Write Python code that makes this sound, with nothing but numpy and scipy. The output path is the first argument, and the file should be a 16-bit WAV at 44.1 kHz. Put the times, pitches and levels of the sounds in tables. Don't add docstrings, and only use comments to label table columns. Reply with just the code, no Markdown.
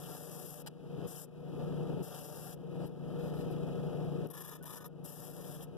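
import sys
import numpy as np
from scipy import signal
from scipy.fft import rfft, irfft
from scipy.io import wavfile
from scipy.ndimage import uniform_filter1d, minimum_filter1d, map_coordinates

SR = 44100
rng = np.random.default_rng(int(sys.argv[2]) if len(sys.argv) > 2 else 0)


def wrap_up_sound(samples):
    columns = np.atleast_2d(samples).T
    tamed = np.clip(columns, -1, 1)
    steps = np.round(tamed * 32767).astype(np.int16)
    wavfile.write(sys.argv[1], SR, steps)


N = 254456
T = np.arange(N) / SR
FREQ = np.maximum(np.fft.rfftfreq(N, 1 / SR), 1)

# pitch_hz, level_db, wander_hz
MACHINE_TONES = [(150.8, -42, 1.77), (176.5, -41, 1.9), (269.5, -59.5, 4.07), (359, -56.5, 2.24),
                 (451, -50.5, 4.34), (479.5, -46.5, 0.99), (721.6, -64, 2.65), (1284, -68, 6.42)]
# time_s, turns_per_s
MOTOR_DRIFT = [(0, 30.12), (1.0, 30.1), (1.6, 30.44), (1.85, 30.16), (2.05, 30.0), (2.6, 30.0),
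               (3.25, 30.37), (3.55, 30.16), (3.95, 30.25), (4.25, 29.88), (4.9, 30.25), (5.77, 30.1)]
# pitch_hz, gain_db
RUMBLE_COLOUR = [(25, -21.5), (55, -8), (95, -9.5), (135, 2), (215, -6), (370, 0.5), (580, -7), (800, -16),
                 (1020, -25.5), (1300, -26), (2100, -35.5), (3000, -33), (7000, -51.5), (10500, -42),
                 (12300, -40.5), (14200, -55)]
# pitch_hz, width_hz, gain_db
HOUSING_NOTES = [(159.5, 9, 12), (470.6, 20, 10), (577, 6.8, 6.5), (718.4, 14, -0.5), (861, 12.5, -1),
                 (1188, 22, -8.5), (1630, 11, -17), (2550, 35, -11.5), (2880, 13, -10), (3110, 14, -13.5)]
# time_s, gain_db
TREBLE_CHANGES = [(.7, 1.5), (1.35, 1), (1.7, 0), (2.05, -0.5), (2.6, -1), (3.0, -1), (3.3, .5), (4.25, 0),
                  (4.9, -3), (5.77, -0.5)]
# start_s, end_s, hiss_db, scrape_db, rasp_db, chatter_depth_db, ring_balance_db, sizzle_db
SANDING_STROKES = [(-.05, 0.622, -39, -44.5, -54.5, 1, -4, 0),
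                   (1.073, 1.25, -31, -44.5, -52.5, 0.7, -5, 3.5),
                   (2.03, 2.544, -44.5, -47, -57.5, 0.64, -16, 0.5),
                   (4.334, 4.567, -35, -38.5, -53.5, 2.5, 8, -6), (4.655, 4.793, -31, -37, -49, 2, 6.5, -5),
                   (5.046, 5.646, -45.5, -47.5, -58.5, 1, -2, -0.5)]
# time_s, pressure_db
HAND_PRESSURE = [(0, -3.5), (.1, -3), (.165, 3), (.24, -0.5), (.3, -3), (.35, 2.5), (.39, -1.5), (.47, 5.5),
                 (.6, 0), (1.07, -9), (1.14, -7), (1.25, -3.5), (2.04, 5.5), (2.11, -1.5), (2.16, 5.5),
                 (2.21, 4.5), (2.265, 5.5), (2.31, 2), (2.42, 5.5), (2.47, 3), (2.55, 4.5), (4.33, -2),
                 (4.36, -4), (4.418, 2), (4.437, -5), (4.455, -1), (4.49, -1), (4.57, -7), (4.66, -6),
                 (4.74, -5), (4.79, -8), (5.05, 11.5), (5.18, 7), (5.28, 5.5), (5.335, 1.5), (5.41, 0),
                 (5.555, 4.5), (5.595, -5), (5.63, 7.5)]
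# pitch_hz, gain_db
GRIT_COLOUR = [(1000, -12), (2400, -68), (4000, -45), (5500, -8), (7500, -21), (9000, -5), (11000, 6),
               (12200, 8), (13200, 5.5), (14300, -7.5)]
# pitch_hz, width_hz, gain_db
HELD_BOWL_NOTES = [(590, 32, 18), (727, 53, 13), (890, 55, 1.5), (1167, 147, 1), (1356, 51, -2.5),
                   (1575, 50, -1.5), (1684, 28, -8), (2700, 120, -6), (3200, 1800, -13.5),
                   (4870, 780, -10.5)]
# pitch_hz, width_hz, gain_db
WALL_NOTES = [(890, 22, 1.5), (988, 77, 11.5), (1104, 87, 10.5), (1228, 23, 15.5), (1380, 43, 4.5),
              (1590, 64, 0), (1726, 46, 14.5), (1804, 25, 6.5), (2190, 22, 14), (2896, 82, 0.5),
              (3250, 80, -3), (3485, 47, 7), (3840, 40, 2), (5080, 86, 2.5), (5580, 70, -3),
              (6200, 660, -3)]
# pitch_hz, width_hz, gain_db
FIBRE_BANDS = [(3110, 830, 4.5), (5680, 3400, 5.5)]
# time_s, extra_scrape_db, half_length_s
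EDGE_DIGS = [(0.138, 3.5, 0.049), (2.144, 3.5, 0.039)]
# start_s, length_s, hiss_db, ring_db, rim_share (0 wall, 1 rim)
BRIEF_TOUCHES = [(0.6617, 0.013, -40, -36.5, 1), (0.672, 0.012, -41.5, -31, 0.97),
                 (2.81, 0.068, -76, -64, 1), (2.862, 0.022, -56, -60, 0.91), (3.188, 0.12, -66, -62, 0.39),
                 (3.337, 0.1, -65.5, -62, 0.7), (3.388, 0.037, -70, -66, 0.34),
                 (3.507, 0.024, -60.5, -63, 0.89), (4.302, 0.021, -37, -44.5, 0.055),
                 (4.566, 0.032, -61, -54, 0), (4.63, 0.017, -57, -50, 0), (4.803, 0.031, -44.5, -44, 0),
                 (4.842, 0.015, -42, -38.5, 0), (4.857, 0.015, -36.5, -43, 0)]
# pitch_hz, width_hz, gain_db
RIM_NOTES = [(840, 73, 12), (1380, 72, 4), (1630, 70, -15), (1910, 1100, -0.5), (3020, 320, -3),
             (4030, 170, 4), (4700, 240, -1), (7300, 710, -8), (8200, 820, -7)]
# time_s, level_db
BOUNCES = [(0.677, -35), (2.864, -50), (2.8693, -45), (2.8765, -52), (4.271, -35), (4.288, -47),
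           (4.6268, -31), (4.633, -29), (4.6405, -32), (4.656, -43), (4.679, -33), (4.821, -43),
           (4.854, -40), (4.863, -37), (4.879, -38)]
# time_s, pitch_hz, level_db
SQUEAL_PATH = [(4.61, 1490, -48), (4.64, 1505, -58), (4.69, 1530, -65), (4.745, 1510, -68),
               (4.78, 1492, -51), (4.83, 1485, -52.5), (4.87, 1465, -66), (4.93, 1430, -65)]
# pitch_hz, power_share
INDIRECT_SHARE = [(60, 0.97), (160, 0.5), (260, 0.97), (500, 0.027), (1200, 0.082), (2500, 0.14),
                  (4000, 0.3), (9000, 0.98)]
# pitch_hz, phase_radians
RIGHT_PHASE = [(40, 0), (150, -1.95), (185, -1.2), (255, 2.0), (360, .8), (480, .55), (900, 0)]
# pitch_hz, loss_db
RIGHT_SHADOW = [(60, 12), (150, -0.5), (215, -0.5), (265, -1.5), (350, 16), (480, 7.5), (700, 2.5),
                (1200, 0.4), (2600, 2), (4200, 2), (6000, 3), (8000, 8), (11500, 14.5), (14000, 20)]
# pitch_hz, half_width_hz, gain_db
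CAMERA_DIPS = [(2130, 130, -28), (4343, 150, -13), (6520, 170, -2.5)]

DIRECT_ONLY = np.array([[1], [0]])
MOTOR_HZ, BELT_HZ, DRUM_HZ = 30.15, 25.0, 28.0
BOUNCE_DECAY_S = 0.002


def undb(db):
    return 10 ** (np.asarray(db) / 20)


def unit(x):
    return x / np.sqrt(np.mean(x ** 2))


def over_hz(points):
    hz, value = np.transpose(points)
    return np.interp(np.log(FREQ), np.log(hz), value)


def resonances(notes):
    return sum(undb(db) / (1 + 1j * hz / width * (FREQ / hz - hz / FREQ)) for hz, width, db in notes)


def through(x, colour):
    return unit(irfft(rfft(x) * colour, N))


def walk(rate):
    return through(rng.standard_normal(N), np.exp(-(FREQ / rate) ** 2))


def grains(rate, rough_db):
    return rng.standard_normal((2, N)) * undb(rough_db * walk(rate))


def turning(hz, start=0):
    return np.sin(2 * np.pi * hz * (T - start) + np.pi / 8 + 0.18 * walk(9))


def drill_press():
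    speed = np.interp(T, *np.transpose(MOTOR_DRIFT)) / MOTOR_HZ
    hum = 0
    for hz, db, wander_hz in MACHINE_TONES:
        phase = 2 * np.pi * np.cumsum(hz * speed + wander_hz * walk(13)) / SR
        hum = hum + np.sqrt(2) * undb(db + walk(32)) * np.sin(phase)
    throb = undb(0.32 * turning(BELT_HZ))
    repeat = 1 / (1 - 0.2 * np.exp(-2j * np.pi * FREQ / MOTOR_HZ))
    colour = undb(over_hz(RUMBLE_COLOUR)) * repeat
    rumble = undb(-40.5) * through(grains(rate=49, rough_db=1) * throb, colour)
    rattle = undb(-49.5) * through(grains(rate=230, rough_db=2) * throb, resonances(HOUSING_NOTES))
    treble = irfft(rfft(rumble + rattle) / (1 + (1430 / FREQ) ** 4), N)
    extra_treble = undb(np.interp(T, *np.transpose(TREBLE_CHANGES))) - 1
    return rumble + rattle + extra_treble * treble + hum * DIRECT_ONLY


def tearing_grit(snags_per_s=33, snag_db=2.5, snag_decay_s=0.0019):
    tearing = grains(rate=1200, rough_db=1) * undb(0.59 * walk(19))
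    catches = (rng.random(N) < snags_per_s / SR) * rng.exponential(size=N)
    snags = signal.lfilter([1], [1, -np.exp(-1 / (snag_decay_s * SR))], catches)
    return tearing * np.sqrt(1 + undb(snag_db) ** 2 * snags)


def bend(rows, depth, rate):
    places = [np.arange(N) + np.cumsum(depth * walk(rate)) for _ in rows]
    return np.array([map_coordinates(row, [at], order=3, mode="mirror") for row, at in zip(rows, places)])


def bowl_ring():
    wall = through(grains(rate=1040, rough_db=3), resonances(WALL_NOTES))
    rim = through(grains(rate=1040, rough_db=3), resonances(RIM_NOTES))
    return bend(wall, depth=0.008, rate=8.1), rim


def fibre_rasp():
    bands = 0
    for hz, width, db in FIBRE_BANDS:
        flicker = undb(db + 2 * walk(5))
        bands = bands + flicker * through(grains(rate=110, rough_db=4.5), resonances([(hz, width, 0)]) ** 2)
    return unit(bend(bands, depth=0.036, rate=9))


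def close_echoes(db, decay_s):
    spray = rng.standard_normal(N) * np.exp(-np.minimum(T / decay_s, 50))
    return 1 + undb(db) * rfft(spray) / np.sqrt(np.sum(spray ** 2))


def chatter(start, depth_db):
    swing = turning(DRUM_HZ, start + 0.005)
    lift_off = 0.6 * (swing ** 2 - 1)
    roughness = 0.45 * walk(150)
    return undb(depth_db * (swing - lift_off + roughness))


def contact(start, end, rise_s, fall_s):
    return (1 + np.tanh((T - start) / rise_s)) / 2 * (1 - np.tanh((T - end) / fall_s)) / 2


def long_strokes(tearing, scrape, wall):
    grit = undb(over_hz(GRIT_COLOUR))
    sizzle = np.abs(resonances([(8900, 6700, 0.0041)])) ** 2
    dig_db = sum(db * np.exp(-((T - s) / half_s) ** 2) for s, db, half_s in EDGE_DIGS)
    press_db = np.interp(T, *np.transpose(HAND_PRESSURE))
    drag_db = 0.39 * np.interp(T + 0.0082, *np.transpose(HAND_PRESSURE))
    fibres = fibre_rasp()
    out = 0
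    for start, end, hiss_db, scrape_db, rasp_db, chatter_db, ring_db, sizzle_db in SANDING_STROKES:
        colour = np.hypot(grit, undb(sizzle_db) * sizzle)
        hiss = through(tearing, colour * close_echoes(db=-17, decay_s=0.004))
        ring_weight = undb(ring_db) ** 2
        wood = (undb(3) * scrape + ring_weight * wall) / (1 + ring_weight)
        hissing = undb(hiss_db + press_db) * hiss
        scraping = undb(drag_db) * (undb(scrape_db + dig_db) * wood + undb(rasp_db) * fibres)
        bite = contact(start, end, rise_s=0.0051, fall_s=0.0075) * chatter(start, chatter_db)
        out = out + bite * (hissing + scraping)
    return out


def brief_touches(hiss, scrape, wall, rim):
    out = 0
    for start, length, hiss_db, ring_db, rim_share in BRIEF_TOUCHES:
        ring = np.sqrt(1 - rim_share) * wall + np.sqrt(rim_share) * rim
        touch = undb(hiss_db) * (hiss + undb(-23) * scrape) + undb(ring_db) * ring
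        out = out + contact(start, start + length, rise_s=0.0011, fall_s=0.0045) * touch
    return out


def strike(start, decay_s):
    return (T >= start) * np.exp(-np.minimum(np.abs(T - start) / decay_s, 50))


def bounce_ticks(hiss, wall):
    tick = sum(undb(db) * strike(s, BOUNCE_DECAY_S) for s, db in BOUNCES)
    ring = sum(undb(db) * strike(s, decay_s=0.004) for s, db in BOUNCES)
    return tick * hiss + undb(-19.5) * ring * wall


def grit_spits():
    bursts = sum(strike(s, BOUNCE_DECAY_S) for s, _ in BOUNCES)
    return undb(-35) * bursts * through(rng.standard_normal(N), FREQ > 15500)


def squeal():
    times, hz, db = np.transpose(SQUEAL_PATH)
    phase = 2 * np.pi * np.cumsum(np.interp(T, times, hz) + 5 * walk(66)) / SR
    level = np.interp(T, times, undb(db), left=0, right=0)
    return np.sqrt(2) * level * np.sin(phase) * DIRECT_ONLY


def microphones(sound, right_delay_s=0.000461):
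    direct, indirect = rfft(sound)
    share = over_hz(INDIRECT_SHARE)
    mix = np.sqrt(1 - share) * direct + np.sqrt(share) * indirect
    delay = np.exp(-1j * (2 * np.pi * FREQ * right_delay_s + over_hz(RIGHT_PHASE)))
    right = -delay * undb(-over_hz(RIGHT_SHADOW)) * mix
    return irfft(np.array([direct, right]), N)


def scene():
    machine = drill_press()
    tearing = tearing_grit()
    hiss = through(tearing, undb(over_hz(GRIT_COLOUR)))
    scrape = through(tearing, resonances(HELD_BOWL_NOTES))
    wall, rim = bowl_ring()
    sanding = long_strokes(tearing, scrape, wall) + brief_touches(hiss, scrape, wall, rim)
    return microphones(machine + sanding + bounce_ticks(hiss, wall) + grit_spits() + squeal())


def limiter(x, threshold_db, slope, hold_s, release_db_per_s, above_hz):
    treble = signal.sosfilt(signal.butter(4, above_hz, "high", fs=SR, output="sos"), x)
    power = np.maximum(uniform_filter1d(treble ** 2, size=220), 0) + 1e-14
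    wanted_cut_db = slope * np.maximum(10 * np.log10(power) - threshold_db, 0)
    half_hold = int(hold_s * SR / 2)
    held_db = -minimum_filter1d(-wanted_cut_db, 2 * half_hold + 1, origin=half_hold)
    cut_db = np.maximum.accumulate(held_db + release_db_per_s * T) - release_db_per_s * T
    return undb(-uniform_filter1d(cut_db, size=200))


def record(dry):
    dips_db = sum(db * np.exp(-((FREQ - hz) / half_hz) ** 2) for hz, half_hz, db in CAMERA_DIPS)
    heard = irfft(rfft(dry) * undb(dips_db), N)
    gain = limiter(heard[0], threshold_db=-59, slope=0.49, hold_s=0.076,
                   release_db_per_s=43.5, above_hz=6600)
    return signal.sosfilt(signal.ellip(10, 0.2, 80, 14300, fs=SR, output="sos"), heard * gain)


dry = scene()
out = record(dry)
wrap_up_sound(out)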